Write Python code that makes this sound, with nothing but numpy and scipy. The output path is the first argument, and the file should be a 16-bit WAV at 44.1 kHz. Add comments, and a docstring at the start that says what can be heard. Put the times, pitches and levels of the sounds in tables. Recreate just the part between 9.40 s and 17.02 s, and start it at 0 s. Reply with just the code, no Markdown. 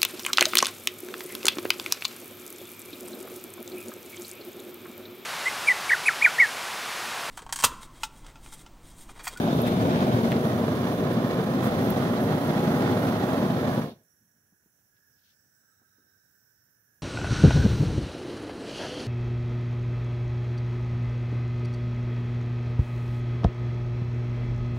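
"""In a workshop, a long gas burner roars under a steel plate, heard from a phone in a shifting grip.
Turbulent flames boom and flutter in the room, the gas jets hiss, and hot metal ticks now and then.
The valve is turned down: small flames murmur and puff, and a thin flow sings in the mixing tubes.
The tone shifts as the phone sways and travels along the burner; hand and sleeve brush against it."""
import sys
import numpy as np
from scipy import signal
from scipy.fft import rfft, irfft
from scipy.io import wavfile

SR = 44100
rng = np.random.default_rng(int(sys.argv[2]) if len(sys.argv) > 2 else 0)


def unload_audio(sound):
    """Save the sound as a 16-bit wav file, at the path given as the first command line argument."""
    columns = np.transpose(np.atleast_2d(sound))
    # keep every value between -1 and 1, then stretch to whole-number steps
    steps = np.round(np.clip(columns, -1, 1) * 32767)
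    wavfile.write(sys.argv[1], SR, steps.astype(np.int16))


N = 336042
T, HZ = np.arange(N) / SR, np.maximum(np.arange(N // 2 + 1) * SR / N, 1)

# Tone curves of the noise layers. Each row: frequency in Hz, relative level in dB.
ROAR_TONE = [(20, -42), (40, -42.5), (52, -18), (72, -20), (100, -5.5), (150, -0.5), (260, -1), (330, -4.5),
             (480, -8.5), (660, -10.5), (820, -18), (1100, -29.5), (2000, -46.5), (5000, -77.5)]
FLUTTER_TONE = [(300, -24.5), (700, 1), (1000, 3), (1250, -2.5), (1500, -4), (1850, -6.5), (2300, -17.5),
                (3200, -15.5), (6000, -31), (16000, -40.5)]
RUSH_TONE = [(1200, -19.5), (2200, 5), (2800, -1), (3500, 3.5), (4200, -0.5), (5000, -5.5), (6200, -9),
             (7500, -12.5), (10000, -28.5)]
JET_TONE = [(3000, -36), (6000, 1), (7200, -11.5), (8300, -7.5), (9600, -0.5), (11000, -2), (12300, 0),
            (13500, -2.5), (15600, -2)]
MURMUR_TONE = [(20, -21.5), (42, -25), (62, -6), (105, 3.5), (150, -2.5), (200, -3), (350, -9.5),
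               (600, -11.5), (900, -15), (2500, -22.5), (5000, -27.5), (16000, -38)]
THIN_JET_TONE = [(1000, -22), (2200, -13), (4700, -18), (5400, -4), (6400, -.5), (7400, -4), (8400, -10),
                 (9600, -6.5), (10400, -3), (11600, -2.5), (12700, -5.5), (13600, 0), (15700, -.5)]
# The full flame's image at the phone's two ports. Each row: frequency in Hz, left minus right in dB.
PORT_BALANCE = [(100, 0), (580, 0.5), (820, -6), (1030, -4), (1280, -8), (1900, -6.5), (2500, -0.5),
                (3600, -2), (4500, -6.5), (5900, -8), (7200, -2), (11700, -11), (13400, -7.5),
                (15500, -13.5)]
# Standing waves between plate, bench and walls; the dips are cancelling echoes.
# Each row: centre in Hz, width in Hz, boost in dB.
ROOM_MODES = [(218.8, 7.9, -3.5), (235.5, 34, 4), (247, 18, -0.5), (324, 32, -4), (357, 26.5, 3.5),
              (402, 8.7, 4), (421, 23, -6.5), (437, 13, 6), (511, 62, 1.5), (558, 24.85, -5.5),
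              (602.3, 47, 2.5), (898, 60, -0.5)]
# Crests and nodes of the room that the phone drifts through.
# Each row: centre in Hz, width in Hz, boost in dB, peak time and half length in seconds.
ROOM_NODES = [(720, 110, 0, 0.75, 0.25), (365, 35, 2, .55, .25), (1950, 240, -4, 0.05, .2),
              (805, 35, -2.5, 1.5, .3), (921.5, 45, -6.5, 1.8, .55), (1540, 40, -1, 1.55, .4),
              (1885, 36, 4, 3.2, .45), (835, 25, 3.5, 3.7, .55), (660, 70, -2, 2.9, .4),
              (420, 39, -2, 4.3, .3), (890, 35, -4, 4.1, .5), (3500, 380, 1, 1.5, 0.44)]
# Mixing tube resonances. Each row: place along the burner from 0 to 1, pitch and width in Hz, level in dB.
TUBE_MODES = [(0, 1850, 55, -86), (0, 1478, 28, -91.5), (0, 1676, 22, -80.5), (.45, 1660, 28, -75.5),
              (.53, 1772, 30, -82), (.77, 1760, 36, -83.5), (.83, 1557, 30, -80.5), (.92, 1573, 22, -80),
              (1.0, 1310, 34, -81)]
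# Whistles of the throttled jets.
# Each row: pitch and width in Hz, relative level in dB, peak time and half length in seconds.
JET_WHISTLES = [(5690, 83, -9.5, 4.5, 0.5), (5440, 330, -9.5, 5.9, .35), (5640, 30, -14, 6.2, 0.15),
                (5450, 60, -12, 6.75, 0.25), (5480, 320, -9, 7, 0.41), (5890, 62, -13.5, 6.8, 1.3),
                (3840, 90, -19, 6.6, 0.3), (7900, 100, -13.5, 6.22, .2), (7850, 90, -16.5, 6.9, .2),
                (7780, 70, -24, 5.2, 1.1), (10700, 350, -15, 4.8, .6), (10600, 600, -15, 7.8, .4),
                (11700, 250, -16.5, 4.7, .3), (14200, 300, -11.5, 5.7, .3), (14250, 330, -8, 7.15, .35),
                (15600, 150, -12, 6.4, .6)]
# Bouts of sputtering. Each row: peak time and half length in seconds, boost in dB.
SPUTTER_BOUTS = [(0.575, 0.096, 14), (0.872, 0.075, 1.5)]
# Puffs of the small flames. Each row: start in seconds, level in dB, centre in Hz, decay in seconds.
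FLAME_PUFFS = [(4.8, -65, 151, 0.048), (4.943, -70.5, 160, .043), (5.123, -61, 215, 0.012),
               (5.259, -64, 200, .011), (6.416, -62.5, 255, 0.013), (6.58, -66, 270, .022),
               (6.63, -75, 280, 0.09)]
# Ticks of hot metal. Each row: start in seconds, click level and ring level in dB, centre in Hz,
# width in octaves, ring decay in seconds.
METAL_TICKS = [(0.2165, -30, -36.5, 13500, .35, 0.0066), (.6055, -29, -38, 3700, .25, .004),
               (0.9183, -21, -38.5, 2300, .55, .0025), (0.9182, -28.5, -40, 12500, .45, .0015),
               (0.9247, -27, -41, 2000, .35, .003), (1.728, -37, -45, 12500, .45, .008),
               (2.5022, -26, -30, 14000, .4, 0.0014), (2.5064, -21, -32, 15000, .34, .002),
               (4.494, -50, -56, 9700, .15, .002), (4.635, -60, -67, 9030, .5, .005)]
# The phone's sway at full flame.
# Each row: time in seconds, closeness boost in dB, how squarely it faces the tube mouths from 0 to 1.
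PHONE_SWAY = [(0, 3.5, 0.35), (.2, 1, 0.45), (.5, 3, 0.59), (.85, 2.5, 0.44), (1.2, 0.16, 0.05),
              (2.05, 0.27, 0.01), (2.35, 2, 0.15), (2.7, 1.23, 0.03), (3.65, 2.1, 0), (4.38, 0, 0.07)]
# Its path at low flame, along the burner and half way back. Each row: time in seconds, place from 0 to 1.
PHONE_PATH = [(5.15, 0.08), (5.45, 0.23), (5.62, 0.44), (5.95, 0.67), (6.22, .9), (6.42, 0.95),
              (6.75, 0.87), (7.2, 0.74), (7.42, 0.7), (7.62, 0.37)]
# Strokes of hand and sleeve. Each row: start and length in seconds, level in dB, centre in Hz,
# width in octaves, left minus right in dB.
GRIP_STROKES = [(.26, 0.033, -39, 2100, 0.69, 6), (.263, 0.026, -44, 11500, 0.5, -1),
                (2.227, 0.055, -47.5, 13000, .7, -10), (5.556, .03, -79, 3000, 0.66, 7),
                (5.768, 0.18, -81, 3500, 0.6, 12), (5.847, 0.078, -76, 3600, 0.52, 10)]

VALVE_AT_S, VALVE_TURN_S, VALVE_POWER, ROOM_T60_S = 4.384, 0.18, 1.7, 0.31
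# layer faders, ahead of sway, flicker and panning
ROAR_DB, BOOM_DB, FLUTTER_DB, RUSH_DB, JET_DB, SPUTTER_DB = -25, -27.5, -35.5, -47, -49, -58
HISS_DB, MURMUR_DB, BODY_DB = -67, -75.5, -82.5
# facing the tube mouths lifts the rush, ducks and widens the flutter, and pans the treble left
FACING_RUSH_DB, FACING_FLUTTER_DB, FACING_LAG_MS, FACING_PAN_DB = 2, -3, .3, 5.5
PLATE_LAG_MS, PLATE_ECHO_GAIN = 1.77, .14  # the lag shrinks as the phone comes nearer
BEND_DELAY_S, BEND_REF_HZ = .0015, 2000  # travel time of the plate's bending waves at one pitch
SNAP_HZ, SNAP_S, SNAP_DB, POP_S, POP_DB = 850, .0063, -4, .0025, 7
TOP_HZ = 15700


def full_flame():
    """The big flame and its jets, coloured by plate and room and moving with the phone's sway."""
    flow = gas_flow()
    near_db, facing = curves(PHONE_SWAY)
    pan_db = 0.5 + FACING_PAN_DB * facing
    ports = pan(20 * np.log10(colour(PORT_BALANCE)))
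    # big tongues of flame swell slowly, small eddies burn out in quick spurts
    tongues, eddies = walk(32), walk(130)
    lows = roar(tongues, eddies, facing, ports) * flow ** 0.92 * pan(0.306 * pan_db)
    mids = flutter(tongues, eddies, facing, ports) * flow * pan(pan_db)
    highs = rush(tongues, eddies, facing, ports) * flow ** 0.8 * pan(pan_db)
    jets = jet_hiss(ports) * flow ** 0.85 * pan(pan_db)
    flames = plate_echo(lows + mids + highs, PLATE_LAG_MS * undb(-near_db))
    return (standing_waves(flames) + jets) * undb(near_db)


def roar(tongues, eddies, facing, ports):
    """The low end: burning eddies rumble in the room, and a deep boom comes out of the tube mouths."""
    rumble = shaped(turbulence() * undb(1.5 * eddies), colour(ROAR_TONE, ROOM_MODES) * ports)
    boom = shaped(turbulence(), octave_band(140, octaves=0.44)) * facing
    return (rumble * undb(ROAR_DB) + boom * undb(BOOM_DB)) * undb(0.33 * tongues)


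def flutter(tongues, eddies, facing, ports):
    """The midrange: turbulent flame noise that flaps with each tongue of fire."""
    noise = turbulence(alike_hz=1930, lead_s=0.00018) * undb(0.71 * eddies)
    left, right = shaped(noise, colour(FLUTTER_TONE, ROOM_MODES) * ports)
    widened = np.array([left, delayed(right, FACING_LAG_MS * facing)])
    return widened * undb(FLUTTER_DB + FACING_FLUTTER_DB * facing + tongues)


def rush(tongues, eddies, facing, ports):
    """The bright edge: rushing gas that surges with the flames."""
    noise = shaped(turbulence() * undb(1.2 * eddies), colour(RUSH_TONE) * ports)
    return noise * undb(RUSH_DB + FACING_RUSH_DB * facing + 0.94 * tongues + .5 * walk(7.7))


def jet_hiss(ports):
    """The air on top: the jets that feed the flames hiss with a flicker of their own."""
    noise = shaped(turbulence() * undb(0.86 * walk(90)), colour(JET_TONE) * ports)
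    return noise * undb(JET_DB + 0.96 * walk(10))


def mouth_ring():
    """The rushing gas rings faintly and unevenly in one tube mouth while the phone points into it."""
    ring = narrow_band(3620, width_hz=170) * swell(s=.22, half_s=.16)
    return ring * undb(-48 + 2 * walk(20)) * gas_flow()


def sputter(per_s=600, spread_db=6):
    """Tiny pockets of gas burn out with a crack; together they rasp, harder in bouts."""
    level_db = SPUTTER_DB + sum(db * bell(T, s, half_s) for s, half_s, db in SPUTTER_BOUTS)
    cracks = (rng.random((2, N)) < per_s / SR) * rng.choice([-1, 1], (2, N))
    cracks = cracks * undb(spread_db * rng.standard_normal((2, N)))
    return shaped(cracks, octave_band(2300, octaves=0.7)) * undb(level_db) * gas_flow() * pan(2.3)


def gas_flow():
    """The big flame's envelope: steady at 1, then shut in one quick turn, with the room's short tail."""
    since = np.maximum(T - VALVE_AT_S, 0)
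    opening = np.maximum(1 - since / VALVE_TURN_S, 0) ** VALVE_POWER
    return np.maximum(opening, undb(-60 * since / ROOM_T60_S))


def valve_hiss(s=4.5, half_s=.038):
    """Gas hisses briefly through the narrowing valve."""
    return shaped(turbulence(), octave_band(3600, octaves=.35)) * bell(T, s, half_s) * undb(-57.5)


def low_flame():
    """As the roar fades, small flames murmur and the throttled gas sings in tubes and jets."""
    tubes = mixing_tubes() * pan(-10)
    beam = pan(1.5 - 14 * HZ / TOP_HZ)  # the shortest waves beam to the right
    hiss = shaped(turbulence(), colour(THIN_JET_TONE) * beam) + undb(-2) * whistles()
    hiss = hiss * undb(HISS_DB + 0.43 * walk(8))
    murmur = shaped(turbulence(alike_hz=350), colour(MURMUR_TONE))
    murmur = murmur * undb(MURMUR_DB + walk(21)) * pan(2.2)
    return (1 - gas_flow()) * (tubes + hiss + murmur)


def mixing_tubes(reach=0.093, far_end_db=5.5):
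    """The thin flow rings the hollow burner body and each tube, loudest as the phone passes that tube."""
    place, = curves(PHONE_PATH)
    out = shaped(turbulence(), octave_band(1573, octaves=0.18)) * undb(BODY_DB + far_end_db * place)
    for at, hz, width_hz, db in TUBE_MODES:
        nearness = 1 / np.sqrt(1 + ((place - at) / reach) ** 4)
        out = out + narrow_band(hz, width_hz) * nearness * undb(db + 1.4 * walk(6))
    return out


def whistles():
    """Narrow bands of jet noise flicker, swelling as the phone drifts through their beams."""
    out = 0
    for hz, width_hz, db, s, half_s in JET_WHISTLES:
        flicker_db = 1.6 * walk(12)
        whistle = narrow_band(hz, width_hz) * swell(s, half_s) * undb(db + flicker_db)
        out = out + whistle * pan(-3 - 13 * hz / TOP_HZ)
    return out


def puffs(octaves=0.58):
    """The small flames puff with a dull thump, the quick ones with a pop and a snap on top."""
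    out, source = 0, turbulence()
    for s, db, hz, decay_s in FLAME_PUFFS:
        rise_s, age = 0.15 * decay_s, np.maximum(T - s, 0)
        thump = burst(source, s, hz, octaves, rise_s, decay_s)
        snap = burst(source, s, SNAP_HZ, octaves, rise_s, SNAP_S) * undb(SNAP_DB)
        pop = np.sin(2 * np.pi * hz * age) * age / POP_S * np.exp(1 - age / POP_S) * undb(POP_DB)
        bite = undb(-400 * decay_s)  # slower puffs have a softer attack
        out = out + undb(db) * (thump + (snap + pop) * bite)
    return out


def ticks():
    """Hot metal ticks as it expands: a hard click and a short rough ring."""
    out, source = 0, turbulence()
    for s, click_db, ring_db, hz, octaves, decay_s in METAL_TICKS:
        ring = burst(source, s, hz, octaves, rise_s=.0001, decay_s=decay_s, echo_db=-20.5, echo_s=.025)
        tick = plate_click(s, hz, octaves) * undb(click_db) + ring * undb(ring_db)
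        out = out + tick * pan(-3.5 * np.log2(hz / 6000))  # higher ticks lean to the right
    return out


def plate_click(s, hz, octaves):
    """High bending waves cross the plate first, stretching a click into a tiny downward chirp."""
    cycles = HZ * s + 2 * BEND_DELAY_S * np.sqrt(BEND_REF_HZ * HZ)
    click = irfft(octave_band(hz, octaves) * np.exp(-2j * np.pi * cycles), N)
    return click / np.abs(click).max()


def brushes(edge_s=.022, grain_db=1.7):
    """Handling noise: short grainy strokes of friction as the grip on the phone shifts."""
    out, source = 0, turbulence() * undb(grain_db * walk(250))
    for s, length_s, db, hz, octaves, pan_db in GRIP_STROKES:
        contact = np.clip(np.minimum(T - s, s + length_s - T) / edge_s + .5, 0, 1)
        out = out + shaped(source, octave_band(hz, octaves)) * contact * undb(db) * pan(pan_db)
    return out


def plate_echo(x, lag_ms):
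    """The steel plate returns the sound a moment later; the hollow colour sweeps as the phone sways."""
    return x + PLATE_ECHO_GAIN * np.array([delayed(port, lag_ms) for port in x])


def standing_waves(x):
    """The phone drifts through crests and nodes of the room: single pitches swell or hollow out."""
    spectrum, out = rfft(x), x
    for hz, width_hz, db, s, half_s in ROOM_NODES:
        band = irfft(spectrum * bell(HZ, hz, width_hz), N)
        out = out + band * (undb(db * swell(s, half_s)) - 1)
    return out


def turbulence(alike_hz=1700, lead_s=0.00012):
    """White pressure noise at two ports: long waves reach both alike, the left one a little sooner."""
    left, other = rfft(rng.standard_normal((2, N)))
    shared = .992 / (1 + (HZ / alike_hz) ** 2)
    right = shared * left * np.exp(-2j * np.pi * HZ * lead_s) + np.sqrt(1 - shared ** 2) * other
    return irfft(np.array([left, right]), N)


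def burst(source, s, hz, octaves, rise_s, decay_s, echo_db=-21, echo_s=.04):
    """A short hit in one band, dying fast, with a faint tail from the room."""
    age = np.maximum(T - s, 0)
    fade = np.exp(-age / decay_s) + undb(echo_db) * np.exp(-age / echo_s)
    return shaped(source, octave_band(hz, octaves)) * (1 - np.exp(-age / rise_s)) * fade


def narrow_band(hz, width_hz):
    """Stereo noise in one resonance."""
    return shaped(rng.standard_normal((2, N)), 1 / (1 + ((HZ - hz) / width_hz) ** 2))


def octave_band(hz, octaves):
    """A band-pass curve, bell-shaped in pitch."""
    return np.exp(-.5 * (np.log2(HZ / hz) / octaves) ** 2)


def colour(points, modes=()):
    """An EQ curve: a smooth tone with bell-shaped resonances on it."""
    hz, db = np.transpose(points)
    bells = sum(peak * np.exp(-2 * ((HZ - f) / width) ** 2) for f, width, peak in modes)
    return undb(np.interp(np.log(HZ), np.log(hz), db) + bells)


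def shaped(x, gain):
    """Filter by a gain curve and bring to rms 1."""
    y = irfft(rfft(x) * gain, N)
    return y / y.std()


def walk(rate_hz):
    """Smooth random modulation with spread 1."""
    return shaped(rng.standard_normal(N), bell(HZ, 0, rate_hz))


def bell(axis, centre, width):
    """A smooth bump in time or frequency."""
    return np.exp(-((axis - centre) / width) ** 2)


def swell(s, half_s):
    """A flat-topped fade in and out around a moment."""
    return 1 / np.sqrt(1 + ((T - s) / half_s) ** 4)


def curves(table):
    """Automation curves from rows that start with a time."""
    s, *columns = np.transpose(table)
    return [np.interp(T, s, column) for column in columns]


def delayed(x, lag_ms):
    """One channel through a moving delay."""
    return np.interp(T - lag_ms / 1000, T, x)


def pan(db):
    """Left and right gains for a level difference; positive leans left."""
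    return undb(np.vstack([db, -db]) / 2)


def undb(db):
    """Decibels to gain."""
    return 10 ** (np.asarray(db) / 20)


def scene():
    """The mix: the burner at both settings, its ticks and puffs, and the hand on the phone."""
    burner = full_flame() + mouth_ring() + sputter() + valve_hiss() + low_flame()
    return burner + ticks() + puffs() + brushes()


def record(dry):
    """The phone cuts off the top end."""
    return signal.sosfilt(signal.ellip(14, .1, 80, TOP_HZ, fs=SR, output="sos"), dry)


dry = scene()
out = record(dry)
unload_audio(out)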